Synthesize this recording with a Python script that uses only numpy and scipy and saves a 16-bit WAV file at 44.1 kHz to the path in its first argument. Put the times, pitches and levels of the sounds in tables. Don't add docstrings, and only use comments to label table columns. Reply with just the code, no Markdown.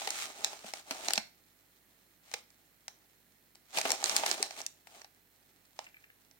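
import sys
import numpy as np
from scipy import signal
from scipy.fft import rfft, irfft, next_fast_len
from scipy.io import wavfile
from scipy.ndimage import uniform_filter1d

SR = 44100
rng = np.random.default_rng(int(sys.argv[2]) if len(sys.argv) > 2 else 0)


def generate_wav(sig):
    pcm = np.round(np.clip(np.atleast_2d(sig).T, -1, 1) * 32767).astype(np.int16)
    wavfile.write(sys.argv[1], SR, pcm)


N = 282107
TIME = np.arange(N) / SR

# start_s, length_s, slide_db, drum_db (levels before the trims in rubbing)
STROKES = [(0, .17, -41.5, -51), (.19, .05, -34.5, -51.5), (.27, .04, -45, -51), (.36, .17, -48, -51),
           (.55, .09, -52, -57.5), (.668, .025, -44, -54), (.755, .04, -48.5, -59), (.9, .12, -47.5, -49.5),
           (1.04, .14, -44.5, -49), (2.27, .03, -61, -69), (2.33, .055, -52, -62.5),
           (3.77, .025, -34.5, -42), (3.86, .075, -35.5, -40), (3.96, .07, -45, -49.5),
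           (4.055, .275, -35.5, -42), (4.37, .09, -44, -47), (4.5, .04, -53, -57), (4.585, .022, -42, -48),
           (4.915, .08, -55.5, -58.5), (5.8, .05, -58, -67)]


def undb(db):
    return 10 ** (np.asarray(db) / 20)


def unit(x):
    return x / np.sqrt(np.mean(x ** 2))


def colour(x, points):
    size = next_fast_len(2 * N)
    hz, db = np.transpose(points)
    log_hz = np.log(np.fft.rfftfreq(size, 1 / SR) + 1)
    gain = undb(np.interp(log_hz, np.log(hz), db))
    cepstrum = irfft(np.log(gain), size)
    cepstrum[1:size // 2] *= 2
    cepstrum[size // 2 + 1:] = 0
    response = np.exp(rfft(cepstrum))
    return irfft(rfft(x, size) * response, size)[..., :N]


def ring(x, hz, q):
    b, a = signal.iirpeak(min(hz, .45 * SR), max(q, hz / (.4 * SR)), fs=SR)
    return signal.lfilter(b, a, x)


def blow(x, db):
    energy = np.mean(np.sum(x ** 2, axis=-1))
    return x * undb(db) * np.sqrt(.005 * SR / energy)


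def add(out, start_s, x):
    i = max(int(start_s * SR), 0)
    out[:, i:i + x.shape[-1]] += x[..., :N - i]


def late(x, delay_s):
    i = max(int(delay_s * SR), 0)
    return np.concatenate([np.zeros_like(x[..., :i]), x[..., :x.shape[-1] - i]], axis=-1)


def walk(steps_per_s):
    k = int(SR / steps_per_s)
    steps = np.repeat(rng.standard_normal(N // k + 1), k)
    return uniform_filter1d(steps, k)[:N]


def grains(per_s, spread_db):
    size = undb(spread_db * np.minimum(rng.exponential(size=N), 5))
    return unit((rng.random(N) < per_s / SR) * size * rng.standard_normal(N))


def background(air_db=-67.3, pan_db=-5.0, whine_above_hz=1000, pulses_per_s=20, depth=.7):
    # hz, relative_db
    air_points = [(30, -22.5), (70, -13.5), (140, -2), (200, -2), (350, -2), (1200, -7), (1900, -1),
                  (2700, -8), (6500, -14.5), (9000, -11.5), (15400, -6)]
    # hz, level_db (rms, before pan)
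    tones = [(48.4, -85), (96.9, -85), (4167, -87), (11429, -90), (13189, -86), (13281, -88), (15299, -88)]
    common = colour(rng.standard_normal(N), [(300, 5.5), (1500, -11), (5000, -3)])
    air = unit(colour(common + rng.standard_normal((2, N)), air_points)) * undb(air_db)

    drift = np.cumsum(rng.standard_normal(N)) / 2 / np.sqrt(SR)
    throb = unit(1 + depth * np.sin(2 * np.pi * pulses_per_s * TIME))
    hum = np.zeros(N)
    for hz, db in tones:
        tone = undb(db) * np.sqrt(2) * np.sin(2 * np.pi * hz * TIME + drift * hz / 1000)
        hum += tone * (throb if hz > whine_above_hz else 1)
    return (air + hum) * undb(np.array([[pan_db], [-pan_db]]) / 2)


def stroke(start_s, length_s, attack_s=.024, release_s=.023, settle_db=-27, settle_s=.2):
    before = np.maximum(start_s - TIME, 0)
    after = np.maximum(TIME - start_s - length_s, 0)
    stop = np.exp(-after / release_s)
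    creep = undb(settle_db) * np.exp(-after / settle_s)
    return np.exp(-before / attack_s) * np.maximum(stop, creep)


def handling(hold_slide_db=-72.5, hold_drum_db=-81, drum_exponent=1.15):
    power = undb([[hold_slide_db], [hold_drum_db]]) ** 2
    exponent = np.array([[1], [drum_exponent]])
    for start_s, length_s, slide_db, drum_db in STROKES:
        amplitude = undb([[slide_db], [drum_db]]) * stroke(start_s, length_s) ** exponent
        power = power + amplitude ** 2
    return 10 * np.log10(power)


def rubbing(slide_trim_db=-1.6, drum_trim_db=-3.0, flutter_db=2.0, apart=2.5, drum_apart=.3,
            tick_db=-38, tick_growth=0.58):
    # hz, relative_db
    slide_points = [(500, -18), (1200, 0), (1650, -0.5), (2200, 1.8), (2900, -4.8), (4000, 0.5), (6500, -1),
                    (8500, -6), (11000, -11), (15500, -10)]
    # hz, relative_db
    drum_points = [(25, -54), (60, -38), (170, -20.5), (330, -3.5), (490, -8), (680, 1.5), (870, 1),
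                   (1050, -7), (1300, -6), (2000, -12.5), (4000, -34)]
    slide_db, drum_db = handling()
    grip_db = flutter_db * walk(45)
    facets = np.array([grains(per_s=12000, spread_db=4.5) for _ in range(2)])
    hiss = unit(grains(per_s=7000, spread_db=2.0) + apart * facets)
    hiss = hiss * undb(slide_db + slide_trim_db + grip_db)
    ticks = grains(per_s=90, spread_db=2.4) * undb(tick_db + tick_growth * slide_db)
    film = colour(hiss + ticks, slide_points) / np.std(colour(facets[0], slide_points))

    panel_slips = grains(per_s=3000, spread_db=2.0) + drum_apart * facets
    body = unit(colour(panel_slips, drum_points)) * undb(drum_db + drum_trim_db + grip_db)
    return film + body


def snap(decay_ms, crack_db, panel_db, pan_db, scatter=0.3, panel_q=2.7, film_hz=1950, film_q=0.85, crack_q=1.55,
         splinter_db=-13, beaming=0.41, film_trim_db=-1, echo=0.24, film_jump=0.49, slow_s=0.00033):
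    t = TIME[:2048]
    doublings = np.log2(decay_ms / 2.0)
    panel_hz = 775 * 2 ** (.06 * rng.standard_normal())
    crack_hz = 4650 * 2 ** (.011 * (crack_db - panel_db) - .14 * doublings)
    film_db = panel_db + .5 * (crack_db - panel_db) + 1.3 * doublings

    own, shared = rng.standard_normal((2, len(t))), rng.standard_normal(len(t))
    fade = scatter * np.exp(-t * 1000 / max(decay_ms, .5))
    jump = t == 0
    fine = jump + fade * own
    broad = jump + fade * shared
    seam_s = rng.uniform(.0003, .0012)
    fine = fine - echo * np.roll(fine, int(seam_s * SR), axis=1)

    edge = ring(ring(fine, crack_hz, crack_q), crack_hz, crack_q / 2)
    edge = edge + undb(splinter_db + beaming * pan_db) * ring(fine, 11000, 1.2)
    sheet = film_jump * jump + fade * (own + shared / 2)
    sheet = ring(ring(sheet, film_hz, film_q), film_hz, film_q)
    belly = ring(ring(broad + 2 * jump, panel_hz, panel_q), panel_hz, 0.9)

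    sides = undb(np.array([[1], [-1]]) * (pan_db + 2) / 2)
    crack = sides * blow(edge, crack_db)
    slow = blow(sheet, film_db + film_trim_db) + blow(belly, panel_db)
    return crack + late(slow, slow_s)


def wrinkles(per_s=28, spread_db=3, decay_ms=1.8, panel_below_crack_db=5, pan_spread_db=4, max_count=10):
    out = np.zeros((2, N))
    for start_s, length_s, _, drum_db in STROKES:
        for wait_s in np.cumsum(rng.exponential(size=max_count)) / per_s:
            size, side = rng.standard_normal(2)
            crack_db = drum_db + spread_db * size
            if wait_s < length_s:
                panel_db = crack_db - panel_below_crack_db
                add(out, start_s + wait_s, snap(decay_ms, crack_db, panel_db, pan_spread_db * side))
    return out


def snaps():
    # (left minus right, before the 2 dB left bias in snap)
    creases = [(0.0178, 2.5, -44, -40, 0), (0.074, 2.7, -31.5, -33.5, 0.5), (0.1049, 1.6, -29, -52, -4.5),
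               (0.4456, 1.3, -21.5, -39, -2), (0.531, 2, -48, -45, 0), (0.6434, 1.7, -60, -46, 0),
               (0.7365, 1.7, -35, -40, -0.5), (0.9089, 4.8, -30.5, -40, 1), (1.0843, 1.6, -26.5, -36, -5),
               (1.1061, 2.3, -29.5, -37, 0.5), (1.1354, 1.1, -22.5, -44, 12), (1.156, 3.2, -33, -50, -6),
               (1.1774, 3.2, -24.5, -32.5, -3.5), (2.315, 2, -47, -55, 0), (2.3388, 3.4, -30.5, -40, -2),
               (2.5038, 1.2, -60, -76, -3), (2.881, 1.9, -37.5, -49.5, 0.5), (3.555, 1.4, -54, -68, 3),
               (3.7727, 6, -28.5, -38, 1), (3.7855, 2.2, -26.5, -33, -3.5), (3.8136, 1.8, -29.5, -43, 1.5),
               (3.8527, 7.9, -32, -30, 3), (3.9047, 0.9, -24, -36, 0), (3.9182, 1.2, -22.5, -39, 4),
               (4.0277, 3, -47, -38, 3.5), (4.0412, 1.1, -24.5, -40, -9.5), (4.0585, 2, -30, -48, -4),
               (4.0956, 1.6, -26.5, -37, -1), (4.1648, 1.3, -19.5, -40, 5), (4.2348, 5, -40, -29, -10),
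               (4.2624, 2.4, -26.5, -36, 1), (4.3136, 1.2, -25, -37, -5), (4.4274, 1.2, -23.5, -38, 0),
               (4.5087, 2.4, -43, -50, -3.5), (4.6164, 0.6, -42, -66, -8), (4.6642, 1.5, -31.5, -71, -7),
               (4.8711, 3, -53, -54, 7), (5.0165, 2.2, -48.5, -56, -2), (5.0452, 2.8, -50, -53, -4),
               (5.7904, 1.7, -43, -38, -14), (5.843, 1.5, -56, -62, -4), (6.3119, 1.2, -61, -72, -13)]
    out = np.zeros((2, N))
    for start_s, decay_ms, crack_db, panel_db, pan_db in creases:
        add(out, start_s, snap(decay_ms, crack_db, panel_db, pan_db))
    return out


def pops(decay_s=.005, rise_s=0.0026):
    # start_s, pitch_hz, level_db
    flexes = [(.075, 440, -47), (0.646, 228, -52), (0.91, 272, -44.5), (1.087, 318, -51), (1.178, 220, -41),
              (2.342, 480, -52), (2.342, 480, -52), (3.773, 150, -51), (3.853, 276, -41.5),
              (3.905, 515, -38), (4.041, 360, -44), (4.314, 330, -47), (4.402, 423, -39.5)]
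    out, t = np.zeros((2, N)), np.arange(4096) / SR
    envelope = np.exp(-t / decay_s) * (1 - np.exp(-t / rise_s))
    for start_s, hz, db in flexes:
        add(out, start_s, blow(np.sin(2 * np.pi * hz * t) * envelope, db))
    return out


def creaks(length_s=0.0092, q=6):
    # start_s, level_db
    slips_at = [(5.864, -48.5), (5.94, -52), (5.964, -52.5), (6.037, -53), (6.097, -55)]
    # hz, relative_db
    resonances = [(1650, 0), (1950, -3), (2270, 3)]
    out, window = np.zeros((2, N)), np.hanning(int(length_s * SR))
    for start_s, db in slips_at:
        slips = window * rng.standard_normal((len(resonances), len(window)))
        slips = np.pad(slips, ((0, 0), (0, len(window))))
        creak = 0
        for run, (hz, gain_db) in zip(slips, resonances):
            creak = creak + undb(gain_db) * ring(ring(run, hz, q), hz, q / 2)
        add(out, start_s, blow(creak, db))
    return out


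def room(x, table_s=0.005, table_db=-21, t60_s=.29, walls_db=-7, onset_s=0.0013):
    t = TIME[:SR // 2]
    tail = rng.standard_normal((2, len(t))) * undb(-60 * t / t60_s) * (1 - np.exp(-t / onset_s))
    tail /= np.sqrt(np.sum(tail ** 2, axis=1, keepdims=True))
    walls = signal.fftconvolve(x.mean(axis=0)[None], tail, axes=1)[:, :N]
    walls = colour(walls, [(200, 0), (800, -3.5), (4000, -0.5), (8000, -5.5), (14000, -5)])
    return x + undb(table_db) * late(x, table_s) + undb(walls_db) * walls


def scene(right_lag_s=.00023):
    # hz, left_db, right_db
    ports = np.array([(203, 1.5, -1.5), (800, 0, 2.5), (2000, -1, -2), (3000, 3.5, 3.5), (4800, -7.5, -0.5),
                      (7000, -2.5, 2.5), (8500, 5.5, -5.5), (10000, 2, -4.5), (14400, -5.5, -5.5)])
    left, right = room(rubbing() + wrinkles() + snaps() + pops() + creaks())
    left = colour(left, ports[:, :2])
    right = colour(late(right, right_lag_s), ports[:, ::2])
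    return np.array([left, right]) + background()


def record(dry, top_hz=16200):
    return signal.sosfilt(signal.ellip(8, .2, 70, top_hz, fs=SR, output="sos"), dry)


dry = scene()
out = record(dry)
generate_wav(out)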